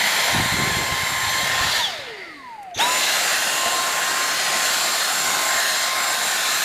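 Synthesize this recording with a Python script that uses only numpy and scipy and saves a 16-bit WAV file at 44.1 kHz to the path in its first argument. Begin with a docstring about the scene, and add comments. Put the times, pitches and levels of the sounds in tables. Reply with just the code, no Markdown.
"""A cordless hand vacuum is the main source: tones at multiples of its shaft speed, a whine over rushing air.
The trigger is let go, the rotor coasts down against drag and friction, then a kick restarts it.
The air is turbulent noise whose colour follows rotor speed and place, with ducts and a nozzle gap resonating.
Early exhaust gusts buffet the microphone as low noise lumps and suction pulses; ticks and knocks are
decaying resonances, a start buzz rings the casing, and a living room answers with decaying random echoes."""
import sys
import numpy as np
from scipy import signal
from scipy.fft import rfft, irfft
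from scipy.io import wavfile
from scipy.ndimage import uniform_filter1d

SR = 44100
rng = np.random.default_rng(int(sys.argv[2]) if len(sys.argv) > 2 else 0)


def digitize_waveform(pressure):
    """Quantize a signal to 16-bit integers and store it at the path in sys.argv[1].

    Rows of a 2-D input are taken as channels; values are limited to [-1, 1].
    """
    field = np.atleast_2d(pressure).T
    bounded = np.clip(field, -1, 1)
    quanta = np.round(bounded * 32767).astype(np.int16)
    wavfile.write(sys.argv[1], SR, quanta)


N = 292824
T = np.arange(N) / SR  # time/s

# Gusts of exhaust on the microphone, before lumps and the overall trim:
# [peak t/s, level/dB, decay/(dB per s), upper part level/dB re the gust]
GUSTS = [(.345, -25, 62, -8), (.538, -26, 60, -2), (.6, -27, 45, 1), (.93, -28, 350, -5),
         (1.036, -33, 90, -11), (1.53, -31.5, 60, -13), (1.628, -30, 140, -12), (1.994, -46, 350, 4.5)]
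# Colour of the low part of the gusts: [f/Hz, level/dB per Hz]
GUST_SPECTRUM = [(12, -49), (20, -19), (66, 0.5), (102, 8.5), (155, 2.5), (231, -7.5), (300, -12),
                 (390, -45), (660, -120)]
# Single eddies that pull the membrane: [t/s, peak level/dB, width/ms (nominal; 0.77 of it sets the pulse)]
EDDIES = [(.349, -14.5, 1.36), (.366, -16.5, 1.9), (0.386, -22, 2.7), (.401, -16, 1.4), (.414, -25, 2.3),
          (.425, -20, 1.9), (.46, -20, 1.7), (.525, -19, 2.4), (.543, -16, 1.9), (.59, -20, 1.7),
          (.601, -19, 1.1), (.61, -25, 2.2), (.623, -17, 1.8), (.638, -19, 2.1), (.677, -18, 2),
          (.698, -26, 1.4), (.717, -22, 2.5), (0.771, -17, 2.2), (.926, -20, 2.6), (1.035, -26, 2.3),
          (1.434, -24, 1.9), (1.613, -25, 3.9)]
# Dull knocks of the body: [t/s, blow level/dB, hardness/(dB per octave on the higher modes)]
KNOCKS = [(1.905, -40, -10), (1.985, -38, -14), (2.762, -27, -7), (3.656, -34, 5), (5.55, -37, -6)]
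# Modes of the hollow body: [f/Hz, level/dB re the blow, t60/s]
BODY_MODES = [(105, -1, 0.076), (231, -3, 0.14), (454, -3, .07), (688, 5, 0.11)]
# Plastic ticks of the trigger: [t/s, drive level/dB before the ring, ring f/Hz, drive t60/s]
TICKS = [(2.555, -40, 2500, 0.027), (2.629, -44.5, 9000, 0.026), (2.709, -38, 2700, 0.028)]
# Buzz of the coils: [t/s, hold/s, drive level/dB]
START_BUZZ = [(2.748, .014, -38.5), (2.777, 0.017, -33.5)]
# Casing resonances the coils ring: [f/Hz, width/Hz, level/dB re the drive]
CASING = [(6170, 650, 3), (3480, 660, 1.5), (11000, 1500, -13)]

# Air at full speed as the machine moves about, before the restart swell and the remnant:
# [t/s, intake rush level/dB, cyclone roar, exhaust hiss, low body: level/dB re the rush]
AIR = [(0, -23, -2.5, -11, -6.5), (.24, -22.5, -3, -9.5, -6), (.6, -26, -3.5, -9.4, -4),
       (.96, -26.5, -3, -9.3, -3.5), (1.2, -25, -6, -10.5, -5.5), (1.44, -25.5, -1, -9.5, -5),
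       (1.58, -23.5, -3, -12.5, -7), (1.78, -26, 2, -8.5, -6.5), (2.86, -24.5, -3.5, -5.5, -3.5),
       (3.05, -27, 2.5, -3.5, 0), (3.29, -24, -2, -6.5, -8), (3.7, -27, -1.7, -5.5, -0.5),
       (4.13, -25.5, -2.5, -8, -6), (4.37, -26, -1.5, -7.5, -8.5), (4.65, -25, -1.5, -4.8, -5.5),
       (4.97, -26, -1.5, -5.5, -8), (5.21, -26.5, -1.5, -4, -6), (5.55, -23.5, -5, -8.5, -9.5),
       (5.72, -26.5, -0.5, -5, -8), (5.93, -26, -2.5, -7.5, -11), (6.05, -25.5, -3, -7, -9.5),
       (6.29, -27, -1.2, -3.5, -1), (6.41, -26.5, -1, -5.5, -8), (6.64, -26.5, -1.7, -3.5, -8)]
# Colour of the air at full speed by the cabinet: [f/Hz, level/dB per Hz]
RUNNING = [(18, -70), (30, -40), (193, -15), (494, -11), (713, -1), (976, -5), (1060, -6.5), (1140, -3.5),
           (1480, -2.5), (3010, -8), (4120, -10.5), (5950, -11), (7140, -7.5), (13400, -14.5), (15700, -30)]
# Colour of the air at full speed with the exhaust towards the microphone: [f/Hz, level/dB per Hz]
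RUNNING_FACING = [(150, -51), (250, -22.5), (965, -1.5), (1050, -7.5), (1390, -2.5), (1770, -2), (2330, -4),
                  (4130, -11), (6590, -16.5), (7190, -18), (7980, -22), (13400, -25.5), (15700, -42)]
# Colour of the air at low speed: [f/Hz, level/dB per Hz]
COASTING = [(18, -55), (30, -14), (225, -9.5), (271, -13), (361, -6), (951, -7), (1110, -9), (1370, -5.5),
            (1980, 0), (2200, -4), (4700, -9.5), (5790, -17), (15700, -37)]
# Duct resonances: [f/Hz, width/Hz, boost level/dB]
DUCTS = [(176, 44, 2.5), (670, 190, 2), (3930, 870, 4), (4730, 200, 2), (6910, 280, 4.5), (11900, 560, 0),
         (13300, 410, 0)]
# The nozzle gap and nearby surfaces ring in three strands:
# [t/s, low f/Hz, boost level/dB, middle f/Hz, boost level/dB, high f/Hz, boost level/dB]
NOZZLE = [(0, 1910, 7, 2070, 8, 3300, 2), (.7, 1710, 6.5, 2080, 8, 3300, 3),
          (1.1, 1710, 7, 2060, 14, 3000, 3), (1.6, 1810, 12, 2130, 1, 3370, 4),
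          (2.05, 1800, 5, 2100, 4, 3400, 4), (2.25, 1870, 7, 2080, 12, 3300, 0),
          (2.6, 1900, 1, 2080, 10, 3300, -2), (2.85, 1690, 6.5, 2200, 4, 2730, 2),
          (3.4, 1640, 4, 1870, 9, 2800, 10), (3.9, 1360, 4.5, 1730, 7.5, 2760, 3),
          (4.2, 1670, 6, 1940, 5.5, 2850, 6), (4.55, 1670, -4, 1960, 6, 2900, -1),
          (4.8, 1400, 2, 1770, 1, 2340, 3), (5.05, 1500, 6, 1740, 8.5, 2330, -1),
          (5.27, 1490, 2.5, 1800, -6, 2170, 6), (5.48, 1550, 6, 1800, 3, 2090, 12),
          (5.58, 1660, 8, 1860, 10.5, 2110, 7), (5.74, 1620, 5, 1800, 7, 2100, 3),
          (5.92, 1600, 0, 1850, 0, 2110, 13), (6.15, 1580, 6, 1810, 4, 2150, 0),
          (6.4, 1500, 3, 1800, 8, 2300, 2), (6.64, 1450, 0, 1760, 7, 2300, 1)]
# Small steady side level, a faint noise of opposite sign left and right: [f/Hz, level/dB re the centre]
SIDE_DB = [(60, -12), (180, -22), (550, -23.5), (1650, -30), (4970, -20.5), (15000, -18)]
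# Loss of air level per tenfold drop in speed: [rush, roar, hiss, body: loss/dB]
SLOWING_DB = 34, 47.3, 78.5, 46
# A remnant that fades more gently, at full speed: [rush, roar, hiss, body: level/dB]
QUIET_DB = -51, -49, -56, -46
# Loss of that remnant per tenfold drop in speed: [rush, roar, hiss, body: loss/dB]
REMNANT_LOSS_DB = 9.4, 18, 15, 4.6

# After the catch, the speed closes on full speed in two steps: [shortfall/Hz, time constant/s]
LAGS = [(114, .0105), (134, .106)]
# Unbalance tone, 1 x shaft, under power: [t/s, level/dB]
SHAFT_TONE = [(0, -48), (.2, -34.5), (.5, -31.5), (1.35, -31), (1.5, -35), (1.6, -27.5), (1.77, -44),
              (2.78, -42), (2.8, -22), (2.92, -25), (3.02, -37.5), (3.27, -44), (3.47, -39), (3.6, -32),
              (3.78, -27), (3.97, -33.5), (4.2, -29), (4.4, -38.5), (4.57, -30.5), (4.95, -39),
              (5.27, -33.5), (5.52, -31), (5.72, -36), (5.95, -30.5), (6.35, -38.5), (6.47, -33),
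              (6.6, -42)]
# 7 x shaft (blades) under power: [t/s, level/dB]
BLADE_TONE = [(0, -36.5), (1.3, -35), (3, -30), (3.9, -36.5), (4.9, -32), (6.1, -30), (6.64, -34.5)]
# 14 x shaft under power: [t/s, level/dB]
OCTAVE_TONE = [(0, -48), (.5, -58), (1.7, -62), (2.9, -52), (3.6, -64), (4.2, -56), (6.64, -57)]
# Unpowered tones sliding through the casing's resonances, 1, 4, 7 and 14 x shaft: [tone f/Hz, level/dB]
SHAFT_SLIDE = [(170, -68), (230, -62), (290, -46.5), (350, -47), (450, -38.5), (660, -35.5), (800, -32),
               (940, -26), (1050, -35)]
POLE_SLIDE = [(690, -35.5), (960, -37), (1150, -44), (1500, -50), (1700, -61), (2500, -57), (2900, -40),
              (3400, -20), (3800, -28), (4100, -48), (4210, -32)]
BLADE_SLIDE = [(1200, -66), (3000, -52), (5500, -46), (6600, -35), (7370, -48)]
OCTAVE_SLIDE = [(2400, -75), (3500, -68), (3900, -54), (4300, -56), (4800, -66), (7000, -76), (14700, -64)]
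# A tone dips where its echoes cancel it: [multiple of the shaft, t/s, depth/dB, half width/s]
DIPS = [(1, 1.85, 11, .015), (1, 1.92, 18, 0.01), (1, 1.975, 11, .012), (1, 2.05, 12, 0.018),
        (1, 2.17, 4, 0.013), (1, 2.25, 8, 0.018), (1, .4, 4, .04), (1, 0.76, 3.5, .08), (1, 1.1, 3, 0.036),
        (4, .4, 9, 0.054), (4, 1.07, 24, 0.14), (4, 1.5, 8, 0.087), (4, 2.352, 18, .012),
        (4, 2.43, 18, .006), (4, 2.573, 25, .0054), (4, 2.703, 7, .008), (4, 2.77, 24, .017),
        (4, 2.88, 1, .02), (4, 2.96, 14, .03), (4, 3.56, 6, .15), (4, 3.92, 9, 0.11), (4, 4.17, 16, 0.043),
        (4, 4.55, 5, 0.086), (4, 5.33, 9, .08), (4, 5.92, 8, 0.085), (4, 6.17, 9, 0.043),
        (4, 6.38, 10, .06), (7, .38, 14, .06), (7, 0.98, 4, 0.11), (7, 1.48, 9, 0.059),
        (7, 1.71, 15, 0.085), (7, 2.8, 25, .06), (7, 3.12, 18, 0.077), (7, 3.46, 20, 0.074),
        (7, 3.67, 6, 0.054), (7, 4.44, 28, 0.11), (7, 4.77, 7, .03), (7, 5.05, 28, 0.059),
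        (7, 5.37, 10, 0.047), (7, 5.68, 15, 0.06), (7, 5.93, 15, 0.079), (7, 6.17, 17, 0.044),
        (7, 6.4, 8, .06)]
# Weaker multiples of the shaft speed: [multiple]
POWERED_ORDERS = 2, 3, 5, 6, 8
# Their mean levels at top speed: [level/dB]
POWERED_DB = -45.5, -51.5, -53.5, -48, -58

EDGE_HZ, ROOM_DB = 15650, -21  # upper band limit; level of the room's answer
GUST_RISE_DB_PER_S = 500
DRAUGHT_DB, DRAUGHT_S = -37.5, (.33, 1.64)  # a steady draught between gusts: level, start and end
BUZZ_RISE_DB_PER_S, BUZZ_FALL_DB_PER_S = 3000, 1302
NOZZLE_WIDTH_HZ = 150
# the air is briefly louder at the restart
LOUDER_DB, LOUDER_S, LOUDER_RISE_S, LOUDER_FALL_S = 4.5, 2.805, 0.044, 0.028
WHISTLE_DB, WHISTLE_S, WHISTLE_HALF_S = 4, 2.25, .07  # intake swells as the slowing flow excites the nozzle
FULL_HZ, LOADED_HZ, SETTLE_S = 1054.3, 1051.7, .25  # shaft turns per s, sagging a little over the first sweep
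OFF_S, ON_S, CATCH_S = 1.7843, 2.745, 2.8  # trigger let go, pulled again, rotor caught by the drive
AIR_DRAG, FRICTION = .00263, .796  # coasting: loss of speed per s = AIR_DRAG x speed^2 + FRICTION x speed
KICK_SHAPE = 1.4  # exponent: the kick grows ever faster until the drive catches
POLE_DB = -34  # 4 x shaft under power, before the start lift
# the start current lifts the 4th multiple and adds an 8th
START_S, START_HOLD_S, START_POLE_DB, START_EIGHTH_DB = 2.795, .045, 13.5, -31


def gain_of(db):
    """Decibel law: level in dB to amplitude ratio."""
    return 10 ** (np.asarray(db) / 20)


def evened(x):
    """Normalisation: scales to rms 1."""
    return x / np.sqrt(np.mean(x ** 2) + 1e-20)


def read(points, hz):
    """Logarithmic pitch: interpolates a spectrum table over log frequency."""
    f, value = np.transpose(points)
    return np.interp(np.log(hz + 1), np.log(f + 1), value)


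def columns(rows, t):
    """Linear interpolation: the columns of a curve table at the times t."""
    s, *values = np.transpose(rows)
    return [np.interp(t, s, v) for v in values]


def swell_db(t, s, hold, rise, fall):
    """Exponential growth and decay: 0 dB from s for hold seconds, straight slopes (dB per s) either side."""
    return -rise * np.maximum(s - t, 0) - fall * np.maximum(t - s - hold, 0)


def wander(corner_hz):
    """Low-pass noise: slow random change of rms 1."""
    spectrum = rfft(rng.standard_normal(N))
    return evened(irfft(spectrum / (1 + (np.fft.rfftfreq(N, 1 / SR) / corner_hz) ** 2), N))


def resonate(x, hz, width):
    """Damped oscillator: one complex pole gives a resonance of about unit gain."""
    r = np.exp(-np.pi * width / SR)
    pole = r * np.exp(2j * np.pi * hz / SR)
    return 2 * signal.lfilter([1 - r], [1, -pole], x).real


def shaped(gain, size):
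    """Short-time synthesis: noise from random spectra of the magnitude gain (bins x frames)."""
    real, imag = rng.standard_normal(gain.T.shape + (2,)).T
    return signal.istft(gain * (real + 1j * imag), nperseg=size, noverlap=size * 3 // 4)[1][:N]


def shaft_hz(t):
    """Rotor dynamics: full speed, coasting against drag and friction, a kick, a closing on full speed."""
    first = LOADED_HZ + (FULL_HZ - LOADED_HZ) * np.exp(-t / SETTLE_S)
    ratio = AIR_DRAG / FRICTION
    coasted_s = np.clip(t, OFF_S, ON_S) - OFF_S
    coast = 1 / ((1 / LOADED_HZ + ratio) * np.exp(FRICTION * coasted_s) - ratio)
    closing = FULL_HZ - sum(short * np.exp(-np.maximum(t - CATCH_S, 0) / lag) for short, lag in LAGS)
    kick = np.clip((t - ON_S) / (CATCH_S - ON_S), 0, 1) ** KICK_SHAPE
    return np.where(t < OFF_S, first, coast + kick * (closing - coast))


def room(x, t60=0.28):
    """Reverberation: sparse echoes of random sign decay exponentially, slightly different on the right."""
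    taps = np.zeros((2, SR // 2))
    at = np.arange(300, SR // 2 - 20, 20)
    at = at + rng.integers(0, 20, (2, len(at)))
    np.put_along_axis(taps, at, rng.choice([-1., 1.], at.shape), 1)
    taps[1] = taps[0] + 0.084 * taps[1]
    taps *= gain_of(-60 * np.arange(SR // 2) / SR / t60)
    return signal.fftconvolve(x[None], taps / np.linalg.norm(taps[0]), axes=1)[:, :N]


def buffet(lumpy_db=3.0):
    """Flow noise: exhaust rolls over the microphone in low lumps, with an upper part set for each gust."""
    hz = np.fft.rfftfreq(N, 1 / SR)
    low = evened(irfft(rfft(rng.standard_normal(N)) * gain_of(read(GUST_SPECTRUM, hz)), N))
    upper = evened(resonate(resonate(rng.standard_normal(N), 344.0, 240.0), 344.0, 240.0))
    lumps = evened(gain_of(lumpy_db * wander(25.)))
    on, off = DRAUGHT_S
    draught = gain_of(DRAUGHT_DB + swell_db(T, on, off - on, GUST_RISE_DB_PER_S, 70.))
    gusts = [gain_of(db + swell_db(T, s, 0, GUST_RISE_DB_PER_S, fall)) for s, db, fall, _ in GUSTS]
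    low_level = np.max(gusts + [draught], axis=0)
    upper_gusts = [gust * gain_of(row[-1]) for gust, row in zip(gusts, GUSTS)]
    upper_level = np.max(upper_gusts + [draught * gain_of(-8.5)], axis=0)
    return gain_of(-3.0) * lumps * (low_level * low + upper_level * upper)


def eddies():
    """Vortex pressure: each eddy is a short suction pulse between two weaker pushes."""
    out = np.zeros(N)
    for s, db, ms in EDDIES:
        u = (T - s) * 1000 / (0.77 * ms)
        out -= gain_of(db) * (1 - u ** 2) * np.exp(-u ** 2 / 2)
    return out


def knocks():
    """Modal decay: a soft-fronted blow rings the hollow body; harder blows favour the higher modes."""
    out = np.zeros(N)
    for s, blow_db, hard_db in KNOCKS:
        t = np.maximum(T - s, 0)
        for hz, db, t60 in BODY_MODES:
            level_db = blow_db + db + hard_db * np.log2(hz / BODY_MODES[0][0])
            envelope = gain_of(level_db - 60 * t / t60) * (1 - np.exp(-t / 0.0027))
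            out += envelope * np.sin(2 * np.pi * hz * t)
    return out


def ticks():
    """Damped resonance: short noise puffs excite one broad ring of the plastic."""
    out = np.zeros(N)
    for s, db, hz, t60 in TICKS:
        t = np.maximum(T - s, 0)
        puff = rng.standard_normal(N) * gain_of(db - 60 * t / t60) * (1 - np.exp(-t / .0015))
        out += 2 * resonate(resonate(puff, hz, 0.77 * hz), hz, 0.77 * hz)
    return out


def start_buzz():
    """Forced vibration: current pulses that pull the slow rotor round rattle the casing, as resonant noise."""
    drive = rng.standard_normal(N)
    ring = sum(gain_of(db) * evened(resonate(resonate(drive, hz, width), hz, width))
               for hz, width, db in CASING)
    return ring * sum(gain_of(db + swell_db(T, s, hold, BUZZ_RISE_DB_PER_S, BUZZ_FALL_DB_PER_S))
                      for s, hold, db in START_BUZZ)


def air_levels(t):
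    """Speed law of flow noise: rush, roar, hiss and body levels, each a steep part plus a gentler remnant."""
    rush_db, *others_db = columns(AIR, t)
    from_peak = np.where(t < LOUDER_S, (LOUDER_S - t) / LOUDER_RISE_S, (t - LOUDER_S) / LOUDER_FALL_S)
    louder_db = LOUDER_DB * np.exp(-from_peak ** 2)
    decades = np.log10(shaft_hz(t) / FULL_HZ)
    parts_db = [rush_db] + [rush_db + db for db in others_db]
    levels = []
    for db, loss_db, quiet_db, gentle_db in zip(parts_db, SLOWING_DB, QUIET_DB, REMNANT_LOSS_DB):
        steep = gain_of(db + louder_db + loss_db * decades)
        remnant = gain_of(quiet_db + gentle_db * decades)
        levels.append(10 * np.log10(steep ** 2 + remnant ** 2))
    levels[0] = levels[0] + WHISTLE_DB * np.exp(-((t - WHISTLE_S) / WHISTLE_HALF_S) ** 2)
    return levels


def air(patchy_db=1.62, flicker_db=.5, size=1024):
    """Turbulence: noise coloured by rotor speed and place; ducts and nozzle gap resonate, patches drift."""
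    hz = np.fft.rfftfreq(size, 1 / SR)[:, None]
    t = np.arange(N * 4 // size + 5) * size / 4 / SR
    rush_db, roar_db, hiss_db, body_db = air_levels(t)
    speed = np.clip((shaft_hz(t) - 300.) / 750.0, 0, 1)
    running = np.where((t < 2.5) & (hz > 300), read(RUNNING_FACING, hz), read(RUNNING, hz))
    db = speed * running + (1 - speed) * read(COASTING, hz)
    strands = columns(NOZZLE, t)
    rings = DUCTS + [(f, NOZZLE_WIDTH_HZ, top) for f, top in zip(strands[::2], strands[1::2])]
    rings += [(4570.0, 380.0, 7.6 * (1 - speed))]  # a duct that keeps whistling as the flow dies
    db = db + sum(top / (1 + (2 * (hz - f) / width) ** 2) for f, width, top in rings)
    power = gain_of(db) ** 2

    def lift(level_db, lo_hz, hi_hz):
        """Band power: the dB that bring one part of the spectrum to its level."""
        band = (hz[:, 0] > lo_hz) & (hz[:, 0] < hi_hz)
        return level_db - 10 * np.log10(power[band].sum(0))

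    lifts = (lift(body_db, 450, 950), lift(rush_db, 1100, 3000),
             lift(roar_db, 3000, 6000), lift(hiss_db, 7500, 14500))
    # each frequency blends the lifts of its two neighbouring parts
    corners_hz = [850., 1250., 2500., 3700., 5200., 8500.]
    place = np.interp(np.log(hz + 1), np.log(corners_hz), [0.46, 1, 1, 2, 1.97, 3])
    db = db + sum(np.maximum(1 - abs(place - k), 0) * part for k, part in enumerate(lifts))
    patches = rng.standard_normal((len(t), len(hz))).T
    patches = uniform_filter1d(patches, size=8, axis=0)  # across frequency
    patches = evened(uniform_filter1d(patches, size=34, axis=1))  # across time
    db = db + patchy_db * patches + flicker_db * rng.standard_normal(len(t))
    unit = np.sqrt(np.mean(shaped(np.ones(db.shape), size) ** 2) / len(hz))  # rms of one bin of gain 1
    centre = shaped(gain_of(db), size)
    side = shaped(gain_of(db + read(SIDE_DB, hz)), size)
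    return np.array([centre, side]) / unit


def motor(waver=0.00021, flutter_db=1.57):
    """Harmonics of rotation: tones locked to a slightly wavering shaft flutter as the machine moves."""
    hz = uniform_filter1d(shaft_hz(T), size=300)
    turns = np.cumsum(hz * (1 + waver * wander(12.8))) / SR
    idle = (T > OFF_S) & (T < START_S - .015)

    def tone_db(slide, order, powered_db):
        """Resonant transfer: level by frequency while unpowered, by time under power."""
        return np.where(idle, read(slide, order * hz), powered_db)

    start_db = swell_db(T, START_S, START_HOLD_S, 1500., 600.)
    pole_db = POLE_DB + np.maximum(START_POLE_DB + start_db, 0)
    eighth_db = START_EIGHTH_DB + swell_db(T, START_S - .012, .018, 1500., 900.)
    strong = [(1, tone_db(SHAFT_SLIDE, 1, columns(SHAFT_TONE, T)[0])),
              (4, tone_db(POLE_SLIDE, 4, pole_db)),
              (7, tone_db(BLADE_SLIDE, 7, columns(BLADE_TONE, T)[0])),
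              (14, tone_db(OCTAVE_SLIDE, 14, columns(OCTAVE_TONE, T)[0])),
              (8, eighth_db)]
    tones = []
    for order, db in strong:
        dips_db = sum(deep * np.exp(-((T - s) / half) ** 2)
                      for of, s, deep, half in DIPS if round(of) == order)
        tones.append((order, uniform_filter1d(db, size=300) - dips_db))
    slowed_db = 54.0 * (1 - hz / hz.max())  # the weaker multiples fade with speed
    tones += [(order, db - slowed_db + 4.9 * wander(5.0)) for order, db in zip(POWERED_ORDERS, POWERED_DB)]
    out = np.zeros(N)
    for order, db in tones:
        level = np.sqrt(2) * gain_of(db + flutter_db * wander(27.0))  # rms to peak
        out += level * np.sin(2 * np.pi * (order * turns + rng.random()))
    return out


def scene():
    """Superposition: the machine and its air in the middle, with a faint side noise, the room around it."""
    centre, side = air()
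    machine = motor() + ticks() + knocks() + start_buzz()
    sound = centre + side * np.array([[1], [-1]]) + machine
    return sound + gain_of(ROOM_DB) * room(machine) + buffet() + eddies()


def record(dry):
    """Band limitation: a linear-phase low-pass filter ends the treble at EDGE_HZ."""
    lowpass = signal.firwin(511, EDGE_HZ, window=("kaiser", 9), fs=SR)
    return signal.oaconvolve(dry, lowpass[None], "same")


dry = scene()
out = record(dry)
digitize_waveform(out)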